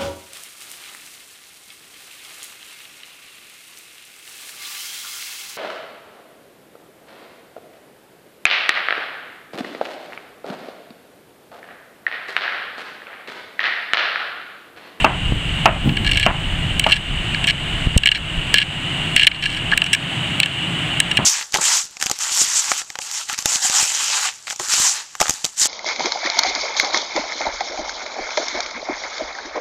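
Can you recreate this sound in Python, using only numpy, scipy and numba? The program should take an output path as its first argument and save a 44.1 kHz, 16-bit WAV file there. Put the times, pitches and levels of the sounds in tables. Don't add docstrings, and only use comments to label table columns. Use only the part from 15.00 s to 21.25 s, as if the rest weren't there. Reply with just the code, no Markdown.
import sys
import numpy as np
from scipy import signal
from scipy.fft import rfft, irfft, next_fast_len
from scipy.io import wavfile
from scipy.ndimage import uniform_filter1d
from numba import njit

SR = 44100
rng = np.random.default_rng(int(sys.argv[2]) if len(sys.argv) > 2 else 0)


def materialize(psi):
    bounded = np.clip(np.atleast_2d(psi).T, -1, 1)
    quanta = np.round(bounded * 32767).astype(np.int16)
    wavfile.write(sys.argv[1], SR, quanta)


N = 275625
TIME = np.arange(N) / SR

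# [dB, relative]
EDGE_SPECTRUM = [(3000, -11), (4200, 8.5), (5000, -9.5), (5550, 6.5), (6200, -3), (7200, 1), (8100, 11.5),
                 (9700, -7), (12000, -11.5), (16000, -21)]
PRESS_HZ, PRESS_WIDTH_HZ = 2680, 2380


def undb(db):
    return 10 ** (np.asarray(db) / 20)


def unit(x):
    return x / np.sqrt(np.mean(x ** 2) + 1e-18)


def curve(rows):
    return np.interp(TIME, *np.transpose(rows))


def add(out, start_s, x):
    i = max(int(start_s * SR), 0)
    out[i:i + len(x)] += x[:max(N - i, 0)]


def colour(x, points):
    size = next_fast_len(len(x) + 4096, True) * 2
    points_hz, points_db = np.transpose(points)
    bins_hz = np.arange(size // 2 + 1) * SR / size
    gain = undb(np.interp(np.log(bins_hz + 1), np.log(points_hz), points_db))
    cepstrum = irfft(np.log(gain))
    cepstrum[1:size // 2] *= 2
    cepstrum[size // 2 + 1:] = 0
    response = np.exp(rfft(cepstrum))
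    return irfft(rfft(x, size) * response)[:len(x)]


def resonate(x, hz, width_hz):
    return signal.lfilter(*signal.iirpeak(hz, hz / width_hz, fs=SR), x)


def highpass(x, hz, order):
    return signal.sosfilt(signal.butter(order, hz, "high", fs=SR, output="sos"), x)


def walk(rate_hz):
    step = int(SR / rate_hz)
    stairs = np.repeat(rng.standard_normal(N // step + 1), step)[:N]
    return uniform_filter1d(stairs, step)


def swell(centre_s, length_s):
    return np.exp(-(2 * (TIME - centre_s) / length_s) ** 2)


def surf(level_db=-21.5, drone_db=-2):
    # [dB, relative]
    hiss_spectrum = [(30, -14.5), (110, 3), (160, 9), (215, -3.5), (320, -3), (470, -15), (680, -8),
                     (1100, -11), (2400, -5.5), (3400, -8.5), (4200, -20), (5400, -35), (7000, -26),
                     (9200, -28.5), (11000, -46.5), (15700, -43)]
    # [dB, relative]
    port_modes = [(2849, 117, 9.5), (2961, 95, 8.5), (7980, 500, -14)]
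    wash = unit(colour(rng.standard_normal(N), hiss_spectrum))
    treble = highpass(wash, 480, order=1)
    bass = wash - treble
    wash = bass * undb(walk(13)) + treble * undb(.5 * walk(4))
    air = rng.standard_normal(N)
    drone = np.zeros(N)
    for hz, width_hz, db in port_modes:
        narrow = resonate(air, hz, width_hz)
        drone += undb(db) * resonate(narrow, hz, 5 * width_hz)
    drone = undb(drone_db) * unit(drone) * undb(.5 * walk(29))
    return (wash + drone) * undb(level_db)


def wind(flutter_db=1.5):
    # time_s [s], level_db [dB]
    breeze = [(0, -22), (1.1, -15.5), (2.5, -24.5), (3.3, -24), (3.7, -33), (4.7, -28), (5.1, -58),
              (6.25, -38)]
    # centre_s [s], rise_db [dB], length_s [s]
    gusts = [(0.296, 6, 0.18), (1.142, 2.5, 0.23), (2.038, 0.5, 0.28), (3.386, 13, 0.051)]
    # [dB, relative]
    rumble_spectrum = [(8, -32), (24, 2), (60, -4), (120, -7), (200, -18), (320, -39), (500, -30),
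                       (1000, -40.5), (3000, -70)]
    # centre_s [s], level_db [dB], length_s [s]
    eddies = [(0.34, -20.5, 0.09), (0.61, -31, 0.32), (0.886, -7.5, 0.082), (1.02, -17, 0.17),
              (1.156, -17.5, 0.071), (1.69, -27.5, 0.36), (2.914, -26, 0.011), (2.966, -8, .012)]
    # [dB, relative]
    tearing_spectrum = [(30, -11.5), (110, 4), (300, -3.5), (480, -20), (800, -19.5), (3000, -50.5)]
    # [s, each side]
    thumps = [(.323, 2, 0.00048), (0.907, -17, 0.00066), (2.872, 6.5, 0.0018), (2.966, 20.5, 0.001)]
    strength_db = curve(breeze) + flutter_db * walk(21.68)
    for centre_s, rise_db, length_s in gusts:
        strength_db += rise_db * swell(centre_s, length_s)
    out = unit(colour(rng.standard_normal(N), rumble_spectrum)) * undb(strength_db)
    tearing = unit(colour(rng.standard_normal(N), tearing_spectrum))
    for centre_s, db, length_s in eddies:
        out += undb(db) * tearing * swell(centre_s, length_s)
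    dips = np.zeros(N)
    for centre_s, depth_db, width_s in thumps:
        dips -= undb(depth_db) * np.exp(-np.abs(TIME - centre_s) / width_s)
    return out + highpass(dips, 29, order=1)


def casing(force):
    # [dB, relative]
    shell_modes = [(1681, 84, 3.5), (2294, 124, 3), (2797, 123, 8), (3162, 286, 1.5), (3984, 125, -3),
                   (4290, 235, -5), (5600, 64, -19), (6900, 760, -55)]
    ring = np.zeros(len(force))
    for k, (hz, width_hz, db) in enumerate(shell_modes):
        ring += (-1) ** k * undb(db) * resonate(force, hz, width_hz)
    return highpass(ring, 1310, order=6)


def slips(count):
    size_db = 3 * rng.exponential(size=count).clip(0, 4)
    present = rng.random(count) < .25
    return rng.standard_normal(count) * undb(size_db) * present


def squeaks():
    # start_s [s], level_db [dB], length_s [s], pitch_hz [Hz]
    squeak_rows = [(4.72, -2, 0.01, 1673), (4.732, 2, 0.0062, 1700)]
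    out, t = np.zeros(N), TIME[:SR // 20]
    for start_s, db, length_s, hz in squeak_rows:
        loudness = np.sin(np.pi * np.minimum(t / length_s, 1))
        add(out, start_s, undb(db) * np.sin(2 * np.pi * hz * t) * loudness)
    return out


def rubs(catch_gap_s=0.012, catch_decay_s=.003, catch_spread_db=0.5, slide_db=-14):
    # [dB, relative to the body]
    slides = [(1.046, 1.265, -14, -20.5), (1.867, 1.98, -14.5, -17.5), (2.475, 2.515, -7.5, -18.5),
              (3.147, 3.179, -11.5, -21), (3.546, 3.635, -8.5, -22), (4.165, 4.258, -8, -23),
              (4.346, 4.37, -19.5, -31), (4.424, 4.474, -10.5, -20), (4.47, 4.593, -21, -16),
              (4.716, 4.744, -14.5, -23), (4.862, 4.877, -17.5, -14), (4.935, 4.956, -6, -8.5)]
    out = np.zeros(N)
    for start_s, end_s, db, treble_db in slides:
        t = TIME[:int((end_s - start_s) * SR)]
        jitter, size = rng.uniform(-1, 1, (64, 2)).T
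        catches_s = catch_gap_s * (np.arange(len(jitter)) + (jitter - jitter[0]) / 2)
        last = np.searchsorted(catches_s, t, "right") - 1
        release = np.exp(-(t - catches_s[last]) / catch_decay_s)
        grip = undb(slide_db) + undb(catch_spread_db * size[last]) * release
        fade_out = np.minimum(1, (t[-1] - t) / 0.0087)
        force = slips(SR)[:len(t)] * grip * fade_out
        body = casing(resonate(force, PRESS_HZ, 2 * PRESS_WIDTH_HZ))
        edge = highpass(colour(force, EDGE_SPECTRUM), 1800, order=4)
        add(out, start_s, undb(db) * (unit(body) + undb(treble_db) * unit(edge)))
    return out


def clicks():
    # [dB, relative to the body]
    snaps = [(0.891, -11, 0.004, -26), (0.969, -9, 0.0057, -21), (1.075, -9.5, .003, -17),
             (1.113, -8, 0.0093, -15), (1.172, -3.5, 0.0067, -16.5), (1.198, -7.5, .002, -10),
             (1.228, -6.5, 0.0074, -23), (1.796, -4, 0.0019, -6.5), (1.84, -6.5, .005, -23),
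             (1.919, 1.5, 0.014, -25), (2.345, -11.5, 0.0025, -26), (2.441, -10.5, 0.0072, -19),
             (2.471, -13.5, 0.0027, -7), (2.977, -2.5, 0.0031, -0.5), (3.034, -2.5, 0.0043, -25),
             (3.057, 1.5, 0.0078, -17), (3.072, 3.5, 0.0054, -33), (3.088, 2, 0.0027, -31),
             (3.115, -1, 0.0094, -21), (3.541, 6, 0.0021, -19.5), (3.583, 1.5, 0.0044, -21),
             (4.163, 1, 0.0019, -16), (4.195, -2, 0.0047, -23), (4.211, -6, .004, -23),
             (4.232, 0.5, 0.0052, -18), (4.268, 8, 0.0084, -23), (4.314, -8.5, 0.0044, -41),
             (4.43, -17, 0.0062, -21), (4.776, -1, 0.0018, -9), (4.818, -0.5, 0.002, -25),
             (4.841, -10, 0.0016, -11), (4.931, -1, 0.0017, -10), (5.401, -2, 0.0021, -9.5),
             (5.431, -5.5, 0.006, -23), (5.459, -10, .002, -14), (6.002, -2.5, 0.0023, -3.5),
             (6.113, -10, 0.0074, -16.5), (6.17, -3.5, 0.0084, -18)]
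    out, t = np.zeros(N), TIME[:SR // 20]
    for start_s, db, length_s, treble_db in snaps:
        force = slips(len(t)) * np.exp(-(t / length_s) ** 2) + 2 * (t == 0)
        body = casing(resonate(force, PRESS_HZ, PRESS_WIDTH_HZ))
        edge = colour(force * np.exp(-t / length_s), EDGE_SPECTRUM)
        click = unit(body) + undb(treble_db) * unit(highpass(edge, 1200, order=4))
        length_gain = np.sqrt((length_s + .0025) / t[-1])
        add(out, start_s, undb(db) * click * length_gain)
    return out


def hammer(contact_s=.005, hull_t60_s=.28, onset_s=.0007):
    # start_s [s], level_db [dB], crack_db and hull_db [dB, relative to the ring],
    # favoured_hz [Hz]
    blows = [(0.044, 0.5, -4, -3.5, 930), (0.6567, 3, -1, -4.5, 880), (1.2628, -1.5, -0.5, -2, 970),
             (1.864, -4, -6, -9, 734), (4.722, -16.5, -30, -7, 1270), (4.8213, -21.5, -17, -16, 1320),
             (6.1884, -15, -24, 5, 500)]
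    # [s, to fall by 60 dB]
    timber_modes = [(648.5, 7, 0.072), (716, 2, 0.05), (770, 2.5, 0.025), (868, 12, 0.034), (953, -8, 0.13),
                    (1121, 6, 0.061), (1246, -3, 0.15), (1294, 8, 0.038), (1397, 2, 0.098),
                    (1700, 0, 0.056)]
    # [dB, relative]
    crack_spectrum = [(300, -21), (800, -2), (1300, -27), (1800, -2), (2850, 14), (3500, -11.5),
                      (9000, -34)]
    # [dB, relative]
    hull_spectrum = [(200, 9.5), (480, -8.5), (640, 1), (860, -1), (1100, -2), (1300, -2.5), (1600, -3.5),
                     (2400, -5), (2850, -1), (4000, -27), (8000, -79)]
    out, t = np.zeros(N), TIME[:SR // 2]
    first = slice(0, SR // 125)
    onset = 1 - np.exp(-t / onset_s)
    for start_s, db, crack_db, hull_db, favoured_hz in blows:
        modes = np.zeros(len(t))
        for hz, mode_db, t60_s in timber_modes:
            blow_hz = hz * (1 + 0.0015 * rng.standard_normal())
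            tone = np.sin(2 * np.pi * blow_hz * t + rng.uniform(0, 2 * np.pi))
            modes += undb(mode_db) * tone * undb(-60 * t / t60_s)
        ring = resonate(modes, favoured_hz, favoured_hz)
        crack = colour(rng.standard_normal(len(t)) * np.exp(-t / contact_s), crack_spectrum)
        echoes = rng.standard_normal(len(t)) * (rng.random(len(t)) < .06)
        scattered = resonate(colour(echoes, hull_spectrum), favoured_hz, 2 * favoured_hz)
        tail = unit(scattered) * undb(-60 * t / hull_t60_s)
        blow = ring / ring[first].std()
        blow += undb(crack_db) * crack / crack[first].std()
        blow += undb(hull_db) * tail
        add(out, start_s, undb(db) * blow * onset)
    return out


def scene():
    return (surf() + wind() + squeaks() + rubs() + clicks() + hammer())[None]


@njit
def follow(x, attack, release):
    out, level = np.empty(len(x)), 0.
    for i in range(len(x)):
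        level += (x[i] - level) * (attack if x[i] > level else release)
        out[i] = level
    return out


def record(dry, knee_db=-23, attack_s=.011, release_s=0.14, squeeze=0.49, makeup_db=1.0, top_hz=15750):
    envelope = follow(np.abs(dry[0]), 1 / (attack_s * SR), 1 / (release_s * SR))
    excess = np.maximum(envelope / undb(knee_db), 1)
    ducked = undb(makeup_db) * dry / excess ** squeeze
    lowpass = signal.ellip(8, .2, 70, top_hz, fs=SR, output="sos")
    return signal.sosfilt(lowpass, np.clip(ducked, -1, 1))


dry = scene()
out = record(dry)
materialize(out)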